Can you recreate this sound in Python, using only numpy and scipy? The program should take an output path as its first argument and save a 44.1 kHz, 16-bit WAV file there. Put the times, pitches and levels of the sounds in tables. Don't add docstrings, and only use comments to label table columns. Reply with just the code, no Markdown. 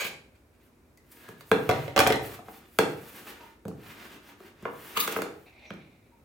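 import sys
import numpy as np
from scipy import signal
from scipy.fft import rfft, irfft, next_fast_len
from scipy.io import wavfile

SR = 44100
rng = np.random.default_rng(int(sys.argv[2]) if len(sys.argv) > 2 else 0)


def master(y):
    cut = np.clip(np.atleast_2d(y).T, -1, 1)
    pcm = np.round(cut * 32767)
    wavfile.write(sys.argv[1], SR, pcm.astype(np.int16))


N = 275356
TIME = np.arange(N) / SR
# f/Hz, relative level/dB
HISS_SPECTRUM = [(1000, -25), (2500, -5), (4200, -4.5), (6500, -4), (9000, 0), (12000, 2.5), (15000, 7.5),
                 (16500, -2)]


def from_db(db):
    return 10 ** (np.asarray(db) / 20)


def rms_one(x):
    return x / np.sqrt(np.mean(x ** 2) + 1e-20)


def at_hz(points, hz):
    f, value = np.transpose(points)
    return np.interp(np.log(hz + 0.0017), np.log(f), value)


def coloured(x, spectrum):
    size = next_fast_len(N)
    gain = from_db(at_hz(spectrum, np.fft.rfftfreq(size, 1 / SR)))
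    return rms_one(irfft(rfft(x, size) * gain, size)[..., :N])


def resonate(x, hz, width_hz):
    r = np.exp(-np.pi * width_hz / SR)
    poles = [1, -2 * r * np.cos(2 * np.pi * hz / SR), r * r]
    return signal.lfilter(np.array([1, 0, -1]) * (1 - r * r) / 2, poles, x)


def placed(x, pan_db):
    return x * from_db([[pan_db / 2], [-pan_db / 2]])


def diffuse(size):
    # f/Hz, correlation
    likeness = [(30, 0.68), (70, 0.93), (180, 0.96), (350, 0.82), (700, 0.55), (1500, 0.084), (4000, 0),
                (8000, 0.63), (15000, 1)]
    mid, side = rfft(rng.standard_normal((2, size)))
    alike = at_hz(likeness, np.fft.rfftfreq(size, 1 / SR))
    return irfft(np.sqrt((1 + alike) / 2) * mid + np.sqrt((1 - alike) / 2) * side * [[1], [-1]], size)


def grains(per_s, spread_db, clump_db, clumps_per_s):
    knots = rng.standard_normal(4000)
    clumps = np.interp(TIME * clumps_per_s, np.arange(len(knots)), knots)
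    sizes = from_db(spread_db * np.minimum(rng.exponential(1, N), 4) + clump_db * clumps)
    return rms_one(sizes * rng.choice([-1, 1], N) * (rng.random(N) < per_s / SR))


def spray(t60, size):
    fade = from_db(-60 * np.arange(size) / SR / t60)
    burst = rng.standard_normal(size) * fade
    for _ in range(4):
        whitened = irfft(np.exp(1j * np.angle(rfft(burst))), size)
        burst = whitened * np.sqrt(fade)
    return burst / np.linalg.norm(burst)


def swells(pushes):
    rise_share, edge_db, roundness = 0.67, 12, 1.9
    power = 1e-14
    for s, length, *levels_db in pushes:
        from_peak = np.abs(TIME - s) / (length * np.where(TIME < s, rise_share, 1 - rise_share))
        shape = from_db(-edge_db * np.minimum(from_peak, 5) ** roundness)
        power = power + np.outer(from_db(levels_db), shape) ** 2
    return np.sqrt(power)


def room_tone():
    # f/Hz, relative level/dB
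    air_spectrum = [(15, -41), (25, -20), (64, -0.5), (200, -12.5), (242, -2.5), (263, -8.5), (384, -9.5),
                    (796, -21), (911, -21), (1400, -23), (2050, -26.5), (2910, -34), (16000, -38)]
    return from_db(-60.5) * coloured(diffuse(size=next_fast_len(N)), air_spectrum)


def kitchen_reverb(x, first_echo_s, build_s):
    # f/Hz, level/dB
    wet_db = [(60, -4), (150, 5.5), (400, 1.5), (1000, 1), (2500, -0.5), (6000, 2), (14000, -6.5)]
    # f/Hz, t60/s
    room_t60 = [(60, 1), (250, 0.52), (1000, 0.48), (3000, 0.4), (8000, 0.38), (15000, 0.17)]
    t = np.arange(SR) / SR
    hz = np.fft.rfftfreq(len(t), 1 / SR)
    noise, response = rfft(diffuse(size=len(t))), 0
    centres = np.geomspace(60, 15360, 9)
    attack = np.clip((t - first_echo_s) / build_s, 0, 1)
    for centre, share in zip(centres, np.eye(len(centres))):
        band = irfft(noise * at_hz(np.c_[centres, share], hz), len(t))
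        fade = attack * from_db(-60 * t / at_hz(room_t60, centre))
        response = response + band * fade / np.linalg.norm(fade) * from_db(at_hz(wet_db, centre))
    return signal.fftconvolve(x, response, axes=1)[:, :N]


def scattered(x, level_db, t60, above_hz):
    sides = [spray(t60, size=SR // 10) for _ in range(2)]
    sides = signal.sosfilt(signal.butter(2, above_hz, "high", fs=SR, output="sos"), sides)
    return from_db(level_db) * signal.fftconvolve(x, sides, axes=1)[:, :N]


def lifting():
    # t/s, level/dB
    envelope = [(5.45, -82.5), (5.47, -57), (5.515, -67), (5.645, -52), (5.7, -61), (6.0, -72), (6.22, -81)]
    # f/Hz, width/Hz, relative level/dB
    resonances = [(650, 300, -6.5), (2284, 430, -2), (3650, 550, -11.5), (5350, 330, -23)]
    gain = from_db(np.interp(TIME, *np.transpose(envelope)))
    slips = grains(per_s=3300, spread_db=2.5, clump_db=4, clumps_per_s=110)
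    rub = sum(from_db(db) * resonate(resonate(slips, hz, width), hz, 2 * width)
              for hz, width, db in resonances)
    return placed(gain * rms_one(rub), pan_db=0.0)


def squeaks():
    # centre t/s, length/s, f/Hz, width/Hz, level/dB
    cues = [(0.988, 0.036, 1970, 119, -66.5), (1.28, .27, 1666, 50, -61), (3.44, 0.14, 932, 60, -56),
            (4.673, 0.054, 1060, 160, -41.5), (4.972, 0.024, 1176, 130.5, -25.5),
            (5.008, 0.029, 3800, 600, -35.5), (5.686, .1, 5800, 456, -67.5), (6.133, 0.03, 898, 50, -61.5)]
    out = np.zeros(N)
    for s, length, hz, width_hz, level_db in cues:
        swell = np.cos(np.pi * np.clip((TIME - s) / length, -.5, .5))
        tone = resonate(resonate(rng.standard_normal(N), hz, width_hz), hz, 2 * width_hz)
        out += from_db(level_db) * swell * rms_one(tone)
    return placed(out, pan_db=0.5)


def rubbing():
    # peak t/s, length/s, body level/dB, scratch level/dB
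    rubs = [(.014, 0.076, -32.5, -44), (.053, 0.024, -35, -42), (.073, 0.031, -38, -43),
            (.36, 0.026, -68, -79), (.55, 0.018, -72.5, -88), (.617, 0.026, -71, -84),
            (5.464, 0.013, -74, -80.5), (5.498, 0.0066, -68, -80)]
    # f/Hz, width/Hz, relative level/dB
    resonances = [(441.5, 150, -4.5), (593, 170, -2), (778, 250, -4.5), (1155, 240, -8.5), (1550, 170, -2),
                  (2370, 345, 1), (3200, 510, -6.5), (3920, 450, -5.5), (4885, 870, -13.5),
                  (6820, 1100, -12.5)]
    body_gain, scratch_gain = swells(rubs)
    slips = grains(per_s=4000, spread_db=-1, clump_db=-0.5, clumps_per_s=330)
    body = sum((-1) ** k * from_db(db) * resonate(slips, hz, width)
               for k, (hz, width, db) in enumerate(resonances))
    return placed(body_gain * rms_one(body) + scratch_gain * coloured(slips, HISS_SPECTRUM), pan_db=-0.6)


def grinding():
    # peak t/s, length/s, rasp level/dB, grit level/dB
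    grinds = [(4.977, 0.024, -27.5, -31.5), (5.006, 0.021, -36, -20.5), (5.036, 0.066, -43, -32),
              (5.115, .1, -68, -42.5), (5.172, 0.018, -58, -33.5)]
    # f/Hz, relative level/dB
    rasp_spectrum = [(300, -12), (700, 3), (1150, -7.5), (1600, -0.5), (2700, -2), (4200, -14), (6000, -35),
                     (14000, -32.5)]
    # f/Hz, relative level/dB
    grit_spectrum = [(1000, -16), (2500, -15.5), (4200, -9), (6000, -9), (9000, -6.5), (12000, 0.5),
                     (15000, 5.5), (16500, 1)]
    rasp_gain, grit_gain = swells(grinds)
    bursts = grains(per_s=9000, spread_db=3.5, clump_db=4.5, clumps_per_s=260)
    rasp = placed(coloured(bursts, rasp_spectrum) * rasp_gain, pan_db=1.0)
    grit = placed(coloured(bursts, grit_spectrum) * grit_gain, pan_db=1.5)
    return scattered(rasp + grit, level_db=1.0, t60=0.0021, above_hz=1700)


def sugar():
    # peak t/s, length/s, crunch level/dB, hiss level/dB
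    strokes = [(.66, .1, -71.5, -72), (1.126, 0.023, -67, -51.5), (1.2, 0.18, -60, -60.5),
               (1.285, 0.2, -56, -64), (1.41, 0.07, -60, -64), (1.492, 0.063, -72, -58.5),
               (1.66, 0.3, -59, -57.5), (1.82, 0.32, -47.5, -57.5), (2.265, 0.076, -47, -46.5),
               (2.338, 0.093, -48, -51), (2.555, 0.16, -55, -57.5), (2.65, 0.065, -60, -77),
               (2.775, 0.19, -67, -62), (2.92, .08, -55, -57), (3.01, 0.17, -55.5, -61),
               (3.085, 0.1, -53, -53), (3.183, 0.14, -50, -52), (3.297, 0.098, -47.5, -51),
               (3.43, 0.33, -57.5, -67), (3.905, .16, -49.5, -57.5), (4.045, 0.17, -49.5, -60),
               (4.145, 0.14, -52, -62.5), (4.295, 0.11, -52.5, -62), (4.463, 0.13, -56, -65),
               (4.665, 0.16, -58.5, -71), (4.9, 0.26, -51.5, -53), (5.13, 0.33, -42.5, -52),
               (5.41, 0.35, -68, -70)]
    # f/Hz, relative level/dB
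    crunch_spectrum = [(100, -11.5), (300, 7), (450, 2), (750, -1.5), (1200, 1.5), (1800, 1.5), (2800, -2),
                       (4200, -9.5), (7000, -16), (14000, -32)]
    crunch_gain, hiss_gain = swells(strokes)
    crunch = coloured(grains(per_s=3600, spread_db=1, clump_db=2.5, clumps_per_s=110), crunch_spectrum)
    hiss = coloured(grains(per_s=21000, spread_db=1.5, clump_db=1.5, clumps_per_s=150), HISS_SPECTRUM)
    return placed(crunch * crunch_gain, pan_db=0.0) + placed(hiss * hiss_gain, pan_db=0.7)


def blows(hits, modes, ring_share, crack_db, crack_t60, crack_hz, vary_db):
    damping_per_db = 0.017
    t = np.arange(SR // 4) / SR
    hz, mode_db, free_t60 = np.transpose(modes)
    signs = (-1) ** np.arange(len(hz))
    highpass = signal.butter(2, crack_hz, "high", fs=SR, output="sos")
    out = np.zeros(N + len(t))
    for s, level_db, thump_db, clack_db, tick_db, semitones in hits:
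        pitch = hz * 2 ** (semitones / 12)
        t60 = free_t60 * np.clip(ring_share - damping_per_db * thump_db, .2, 1.3)
        rings = np.sin(2 * np.pi * np.outer(pitch, t)) * from_db(-60 * np.outer(1 / t60, t))
        touch = [(140, thump_db), (420, 0), (700, 0), (2200, clack_db), (9000, tick_db)]
        strength = signs * from_db(mode_db + at_hz(touch, hz) + vary_db * rng.standard_normal(len(hz)))
        crack = from_db(crack_db + tick_db) * signal.sosfilt(highpass, spray(crack_t60, size=len(t)))
        start = int(s * SR)
        out[start:start + len(t)] += from_db(level_db) * (strength @ rings + crack)
    return out[:N]


def lid_clatter():
    # t/s, level/dB, thump boost/dB, clack boost/dB, tick boost/dB
    touches = [(1.6913, 1.5, -3.5, 2.5, -1), (1.699, -8.5, -10, 5, 1), (1.712, -8.5, -10.5, 3.5, -1.5),
               (1.879, -15.5, -6, 3, -9.5), (1.9629, -2.5, -0.5, 5, 0), (1.968, -6.5, -17.5, 6, 5),
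               (1.977, -6, -11, 12, 9), (1.9907, -2, 3.5, 11.5, 16), (2.003, -3.5, -15.5, 8.5, 13.5),
               (2.015, -10, -3, 8, 5.5), (2.0657, -2, -2, 11.5, -10), (2.073, -7, -8, 1, 16.5),
               (2.103, -2, -13, -1, -4), (2.123, -15.5, -33, 13.5, 15.5), (2.158, -17, -27, -7, 8.5)]
    # f/Hz, level/dB, free t60/s
    modes = [(78.6, -25.5, 0.076), (133, -25, 0.14), (195, -29, 0.054), (284, -20.5, 0.1),
             (326, -25.5, 0.08), (445, -18.5, 0.046), (576, -17.5, 0.049), (700.5, -18, 0.041),
             (755, -21.5, 0.11), (910, -16, 0.022), (943, -21.5, 0.063), (1177, -21, 0.019),
             (1456, -26, 0.021), (1485, -24, 0.045), (1936, -19, 0.017), (2100, -24, 0.022),
             (2560, -25.5, 0.018), (2980, -29, 0.021), (3360, -25, 0.013), (4060, -29, 0.012),
             (5300, -23, 0.0037)]
    spread_semitones = 0.54
    hits = [(*touch, spread_semitones * rng.standard_normal()) for touch in touches]
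    lid = blows(hits, modes, ring_share=0.58, crack_db=-12, crack_t60=0.014, crack_hz=1800, vary_db=4)
    return placed(lid, pan_db=-0.15)


def tub_knocks():
    # t/s, level/dB, thump boost/dB, clack boost/dB, tick boost/dB, pitch shift/semitones
    hits = [(.045, -27, 15, -15, 12, 0.5), (.974, -57.5, -6, 5, 26, 2.5),
            (1.288, -26.5, 13.5, -2, 1.5, -0.5), (1.408, -39.5, -15, 8, 13.5, 2),
            (1.515, 0, 3, 0.5, -7, 0.5), (2.39, -28.5, 6, -32, -21, 8.5), (2.483, -26, 8, -34, -9, 9),
            (2.7875, 0, -0.5, 0, 2, 0.5), (3.653, -19.5, 18, -18, -12.5, 2.5),
            (3.681, -19.5, 15, -17, -2.5, 0), (3.714, -28.5, 17, -7, -30, -1.5),
            (4.404, -31.5, 2, -8, -7, -2), (4.625, -23, 15.5, -19, -8, -3), (4.6535, -15, -6, -2, -46, 1.5),
            (4.973, -19, 3.5, 11, 15.5, 1), (5.0765, -18, -2, 7, 12, .5), (5.123, -26, -4, -10, 16, -3),
            (5.163, -13.5, -3, 3.5, -38, 0), (5.187, -12.5, -5, -11, -28, -0.5),
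            (5.219, -17, -1, 1.5, 7, 1), (5.705, -23.5, 15.5, 5.5, -10.5, 3.5),
            (5.737, -33.5, 10, -8, -2, -3)]
    # f/Hz, level/dB, free t60/s
    modes = [(86.5, -39.5, 0.24), (133.6, -28.5, 0.11), (174, -24.5, 0.085), (274, -21, .1),
             (346, -20, 0.078), (434.2, -12.5, 0.09), (484.5, -14.5, 0.065), (615, -14, 0.025),
             (790, -15, 0.031), (891, -17, 0.032), (984, -15.5, 0.024), (1290, -10, 0.015),
             (1578, -18, 0.034), (1904, -17.5, 0.021), (2250, -19, 0.018), (2600, -22, 0.031),
             (3327, -22, 0.023), (4090, -23.5, 0.014), (5380, -24.5, 0.0034)]
    tub = blows(hits, modes, ring_share=0.75, crack_db=-4, crack_t60=0.039, crack_hz=2480, vary_db=1.5)
    return placed(tub, pan_db=-0.4)


def scene():
    tub, lid = tub_knocks(), lid_clatter()
    cup = rubbing() + grinding()
    direct = tub + lid + cup + sugar() + squeaks() + lifting()
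    near = scattered(tub + cup, level_db=-2.5, t60=0.023, above_hz=820)
    near += scattered(lid, level_db=0.5, t60=0.07, above_hz=720)
    return room_tone() + direct + near + kitchen_reverb(direct, first_echo_s=0.0029, build_s=0.00073)


def record(dry):
    low_cut_hz, high_cut_hz = 40, 16100
    thinned = signal.sosfilt(signal.butter(2, low_cut_hz, "high", fs=SR, output="sos"), dry)
    return signal.sosfilt(signal.ellip(12, .1, 90, high_cut_hz, fs=SR, output="sos"), thinned)


dry = scene()
out = record(dry)
master(out)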